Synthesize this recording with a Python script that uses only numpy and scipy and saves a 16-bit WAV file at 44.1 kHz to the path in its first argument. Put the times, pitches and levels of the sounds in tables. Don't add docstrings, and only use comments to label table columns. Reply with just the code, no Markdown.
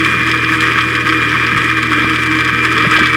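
import sys
import numpy as np
from scipy import signal
from scipy.fft import rfft, irfft
from scipy.io import wavfile
from scipy.ndimage import uniform_filter1d, minimum_filter1d, map_coordinates

SR = 44100
rng = np.random.default_rng(int(sys.argv[2]) if len(sys.argv) > 2 else 0)


def wrap_up_sound(samples):
    columns = np.atleast_2d(samples).T
    tamed = np.clip(columns, -1, 1)
    steps = np.round(tamed * 32767).astype(np.int16)
    wavfile.write(sys.argv[1], SR, steps)


N = 139356

# start_s, pitch_hz
WHINE_PITCH = [(0, 2417), (.6, 2402), (.97, 2420), (1.3, 2391), (1.55, 2393), (1.72, 2405), (2, 2375),
               (2.15, 2365), (2.45, 2357), (2.75, 2400), (2.85, 2372), (2.95, 2364), (3.02, 2323),
               (3.16, 2318)]
# start_s, level_db
CHURN_LEVEL = [(0, -13.5), (.63, -14), (.78, -12), (.86, -16), (.96, -15.5), (1.33, -13), (1.76, -15),
               (2.15, -13.5), (2.23, -17), (2.4, -14), (2.55, -15), (2.76, -13.5), (2.85, -9.5),
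               (2.89, -15), (2.92, -9.5), (2.98, -13.5), (3.01, -12), (3.16, -14.5)]
# freq_hz, gain_db (relative)
CHAMBER_COLOUR = [(500, -27), (730, -67), (803, -38), (911, -17.5), (1060, -12.5), (1110, -1.5),
                  (1190, -4.5), (1230, 2), (1300, 0), (1430, -13), (1550, -0.5), (1650, -1), (1950, -2),
                  (2170, -7.5), (2320, -2.5), (2480, -7), (2730, -15), (3280, -10.5), (3720, -22),
                  (4460, -29), (4920, -22.5), (6500, -47), (9000, -64)]
COMMUTATOR_BARS, LUG_COUNT = 30, 2


def amp(db):
    return 10 ** (np.asarray(db) / 20)


def unit(x):
    return x / np.sqrt(np.mean(x ** 2) + 1e-20)


def curves(rows):
    s, *cols = np.transpose(rows)
    return [np.interp(np.arange(N) / SR, s, c) for c in cols]


def wobble(knots_per_s):
    knots = rng.standard_normal(int(N * knots_per_s / SR) + 4)
    return map_coordinates(knots, [np.arange(N) * knots_per_s / SR])


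def coloured(x, spectrum):
    m = 8192
    hz, db = np.transpose(spectrum)
    log_bins = np.log(np.fft.rfftfreq(m, 1 / SR) + 1)
    gain_db = np.interp(log_bins, np.log(hz), np.maximum(db, -70))
    cepstrum = irfft(np.log(amp(gain_db)))
    cepstrum[1:m // 2] *= 2
    cepstrum[m // 2 + 1:] = 0
    impulse = irfft(np.exp(rfft(cepstrum)))
    return signal.fftconvolve(x, impulse)[:N]


def patchy(depth_db):
    z = signal.stft(rng.standard_normal(N), nperseg=512)[2]
    field = uniform_filter1d(rng.standard_normal(z.shape), 5, 0)
    field = uniform_filter1d(field, 6, 1)
    return unit(signal.istft(z * amp(depth_db * unit(field)), nperseg=512)[1][:N])


def grains(per_s, spread_db):
    size = amp(spread_db * np.clip(rng.standard_normal(N), -3, 2.2))
    hits = (rng.random(N) < per_s / SR) * size
    envelope = signal.lfilter([1], [1, -.8], hits)
    return unit(envelope * rng.standard_normal(N))


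def shaft():
    return 2 * np.pi * np.cumsum(curves(WHINE_PITCH)[0] / COMMUTATOR_BARS) / SR


def lugs():
    depth, offset_cycles = 0.25, 0.28
    return 1 + depth * np.cos(LUG_COUNT * shaft() + 2 * np.pi * offset_cycles)


def motor():
    # order, level_db (RMS)
    order_rows = [(1, -34), (2, -41), (3, -35.5), (4, -26), (5, -42), (6, -36.5)]
    # freq_hz, level_db (RMS)
    hum_rows = [(120, -26)]
    load_db_per_hz, order_waver_db = 0.01, 1.5
    whine_db, whine_waver_db = -23, 2.45
    t = np.arange(N) / SR
    angle = shaft()
    whine_hz, = curves(WHINE_PITCH)
    load_db = load_db_per_hz * (whine_hz.mean() - whine_hz)
    orders = np.zeros(N)
    for k, db in order_rows:
        gain_db = db + min(k - 1, 2) * (order_waver_db * wobble(12) + load_db)
        phase_rad = 0.26 * min(k - 1, 3) * wobble(9)
        orders += amp(gain_db) * np.sin(round(k) * angle + phase_rad)
    hum = sum(amp(db) * np.sin(2 * np.pi * hz * t) for hz, db in hum_rows)
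    whine_gain = amp(whine_db + whine_waver_db * wobble(29.98) + 2.0 * load_db)
    whine = whine_gain * np.sin(COMMUTATOR_BARS * angle + 0.13 * wobble(40))
    return np.sqrt(2) * (orders + hum + whine)


def thumps():
    # start_s, pitch_hz, level_db (peak), length_cycles
    thump_rows = [(1.175, 57.4, -37, 1.5), (1.557, 128, -13, 1.8), (1.575, 44.4, -22, 0.82),
                  (2.043, 250, -10, 1.7), (2.045, 554.3, -11, 1.07), (2.06, 45, -30, 1.1),
                  (2.85, 403.5, -8.5, 1.55), (2.862, 167.6, -9.5, 3.8), (2.985, 520, -9, 1.4),
                  (3.01, 147, -12, 2.43), (3.015, 323.7, -11, 4.27)]
    out = np.zeros(N + SR)
    for s, hz, db, cycles in thump_rows:
        u = np.arange(int(cycles / hz * SR)) / SR
        envelope = np.sin(np.pi * u * hz / cycles) ** 2
        push = envelope * np.cos(2 * np.pi * hz * u - np.pi * cycles)
        out[round(s * SR):][:len(u)] -= amp(db) * push
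    return out[:N]


def bowl_mode(x, hz, width_hz):
    r = np.exp(-np.pi * width_hz / SR)
    poles = [1, -2 * r * np.cos(2 * np.pi * hz / SR), r * r]
    return (1 - r) * signal.lfilter([1, 0, -1], poles, x)


def sink():
    # freq_hz, gain_db (relative)
    rumble_colour = [(76, -24.5), (130, -19), (162, -4.5), (215, -9), (312, -14), (366, -6.5), (477, -13),
                     (539, -23.5), (618, -26.5), (760, -53)]
    # freq_hz, width_hz, shaken_level_db (RMS), thumped_gain_db
    mode_rows = [(302.3, 13, -28.5, -12), (603.3, 24, -45, 3), (653, 4.7, -58, -12), (872, 16, -52, 4)]
    mount_colour = [(25, -17), (55, -1), (110, 5.5), (160, -21)]
    rumble_db, mount_db = -28.5, -47
    churn_db, = curves(CHURN_LEVEL)
    rumble = amp(1.5 * (churn_db - churn_db.mean())) * unit(coloured(patchy(2.7), rumble_colour))
    knocks = thumps()
    modes = np.zeros(N)
    for hz, width_hz, shaken_db, thumped_db in mode_rows:
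        modes += amp(shaken_db) * unit(bowl_mode(rng.standard_normal(N), hz, width_hz))
        modes += amp(thumped_db) * bowl_mode(knocks, hz, width_hz)
    mount = unit(coloured(rng.standard_normal(N), mount_colour))
    return amp(rumble_db) * rumble + modes + knocks + amp(mount_db) * mount


def drops():
    candidates_per_s, level_db = 3 * 350, -41
    centre_hz, decay_cycles = 5540, 13
    n = int(candidates_per_s * N / SR)
    r, g = rng.random((n, 2)), rng.standard_normal((n, 2))
    at = (r[:, 0] * N).astype(int)
    density = lugs() * amp(5.5 * wobble(17))
    keep = r[:, 1] < density[at] / 4
    hz = np.clip(centre_hz * np.exp(0.365 * g[:, :1]), 2500, 15000)
    k = np.arange(200)
    size = keep[:, None] * amp(2.6 * g[:, 1:]) * centre_hz / hz
    ring = size * np.exp(-k * hz / SR / decay_cycles) * np.sin(2 * np.pi * hz * k / SR)
    return amp(level_db) * unit(np.bincount((at[:, None] + k).ravel(), ring.ravel())[:N])


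def filter_norm(spectrum):
    return np.linalg.norm(coloured(np.eye(1, N)[0], spectrum))


def chips():
    # start_s, body_level_db, treble_level_db (both before the offsets below)
    chip_rows = [(0.0488, -11, -30), (0.274, -13.5, -33), (0.315, -9.5, -29.5), (0.446, -15, -41),
                 (0.607, -12, -26), (0.809, -10, -50), (0.9527, -10, -32), (1.0902, -10.5, -51),
                 (1.4668, -10, -33), (1.6439, -18, -30.5), (1.8288, -12, -28), (2.16, -12, -37),
                 (2.261, -16, -35), (2.387, -14, -57), (2.4077, -15.5, -33), (2.4483, -12.5, -30),
                 (2.6516, -10, -26), (2.7234, -22, -29), (2.7798, -8.5, -28.5), (2.8232, -17, -34),
                 (2.9126, -15.5, -27.5), (2.9649, -7, -29), (2.971, -14.5, -39), (2.9921, -12.5, -28),
                 (3.0584, -11, -41), (3.071, -18, -33)]
    body_offset_db, treble_offset_db = -3, 1.5
    crack_t60_s, rattle_s, rattle_db = 0.011, 0.011, -4.5
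    treble_colour = [(4000, -13), (7000, 5.5), (10000, -4), (17000, -19)]
    pre = SR // 20
    t = np.arange(-pre, SR // 10) / SR
    crack = (t >= 0) * amp(-60 * np.abs(t) / crack_t60_s)
    swell = amp(rattle_db) * np.exp(-(t / np.where(t < 0, .3, 1) / rattle_s) ** 2)
    body, treble = np.zeros((2, N + SR))
    for s, body_db, treble_db in chip_rows:
        at = round(s * SR)
        body[at:][:len(t)] += amp(body_db + body_offset_db) * (crack + swell)
        treble[at:][:len(t)] += amp(treble_db + treble_offset_db) * (crack ** 1.3 + 0.62 * swell)
    beat = lugs() ** 0.84
    body = body[pre:][:N] * beat * rng.standard_normal(N)
    treble = treble[pre:][:N] * beat * rng.standard_normal(N)
    tilted = [(hz, db + 12 * np.log2(min(hz, 4000) / 3000)) for hz, db in CHAMBER_COLOUR]
    body = coloured(body, tilted) / filter_norm(tilted)
    return body + coloured(treble, treble_colour) / filter_norm(treble_colour)


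def grinding():
    # freq_hz, gain_db (relative)
    spray_colour = [(3500, -21), (5500, 0.5), (7800, 2.5), (10000, -1.5), (12000, -8.5), (17000, -15)]
    spray_db, spray_drift_db_per_s = -38.5, -0.54
    crumbs_per_s, crumb_spread_db = 700, 0.5
    body_crumbs_db, spray_crumbs_db = -1.5, 0
    churn_db, = curves(CHURN_LEVEL)
    beat = lugs()
    surge_db = 0.53 * wobble(25) + 1.03 * wobble(60)
    crumbs = unit(grains(crumbs_per_s, crumb_spread_db) * amp(2.7 * wobble(40)))
    body = (patchy(1.2) + amp(body_crumbs_db) * crumbs) * beat * amp(surge_db)
    spray = (patchy(2.9) + amp(spray_crumbs_db) * crumbs) * beat ** 0.87
    spray *= amp(1.6 * surge_db + 0.87 * wobble(13))
    drift_db = spray_drift_db_per_s * np.arange(N) / SR
    swell = amp(0.31 * (churn_db - churn_db.mean()) + drift_db)
    chamber = amp(churn_db) * unit(coloured(body, CHAMBER_COLOUR))
    return chamber + amp(spray_db) * swell * unit(coloured(spray, spray_colour))


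def scene():
    return (motor() + sink() + drops() + chips() + grinding())[None]


def record(dry):
    low_hz, top_hz = 45.3, 17108
    x = signal.lfilter(*signal.butter(2, low_hz, "high", fs=SR), dry)
    limit_gain = minimum_filter1d(1 / np.maximum(np.abs(x), 1), size=89)
    x = x * uniform_filter1d(limit_gain, size=45)
    return irfft(rfft(x) * (np.fft.rfftfreq(N, 1 / SR) < top_hz), N)


dry = scene()
out = record(dry)
wrap_up_sound(out)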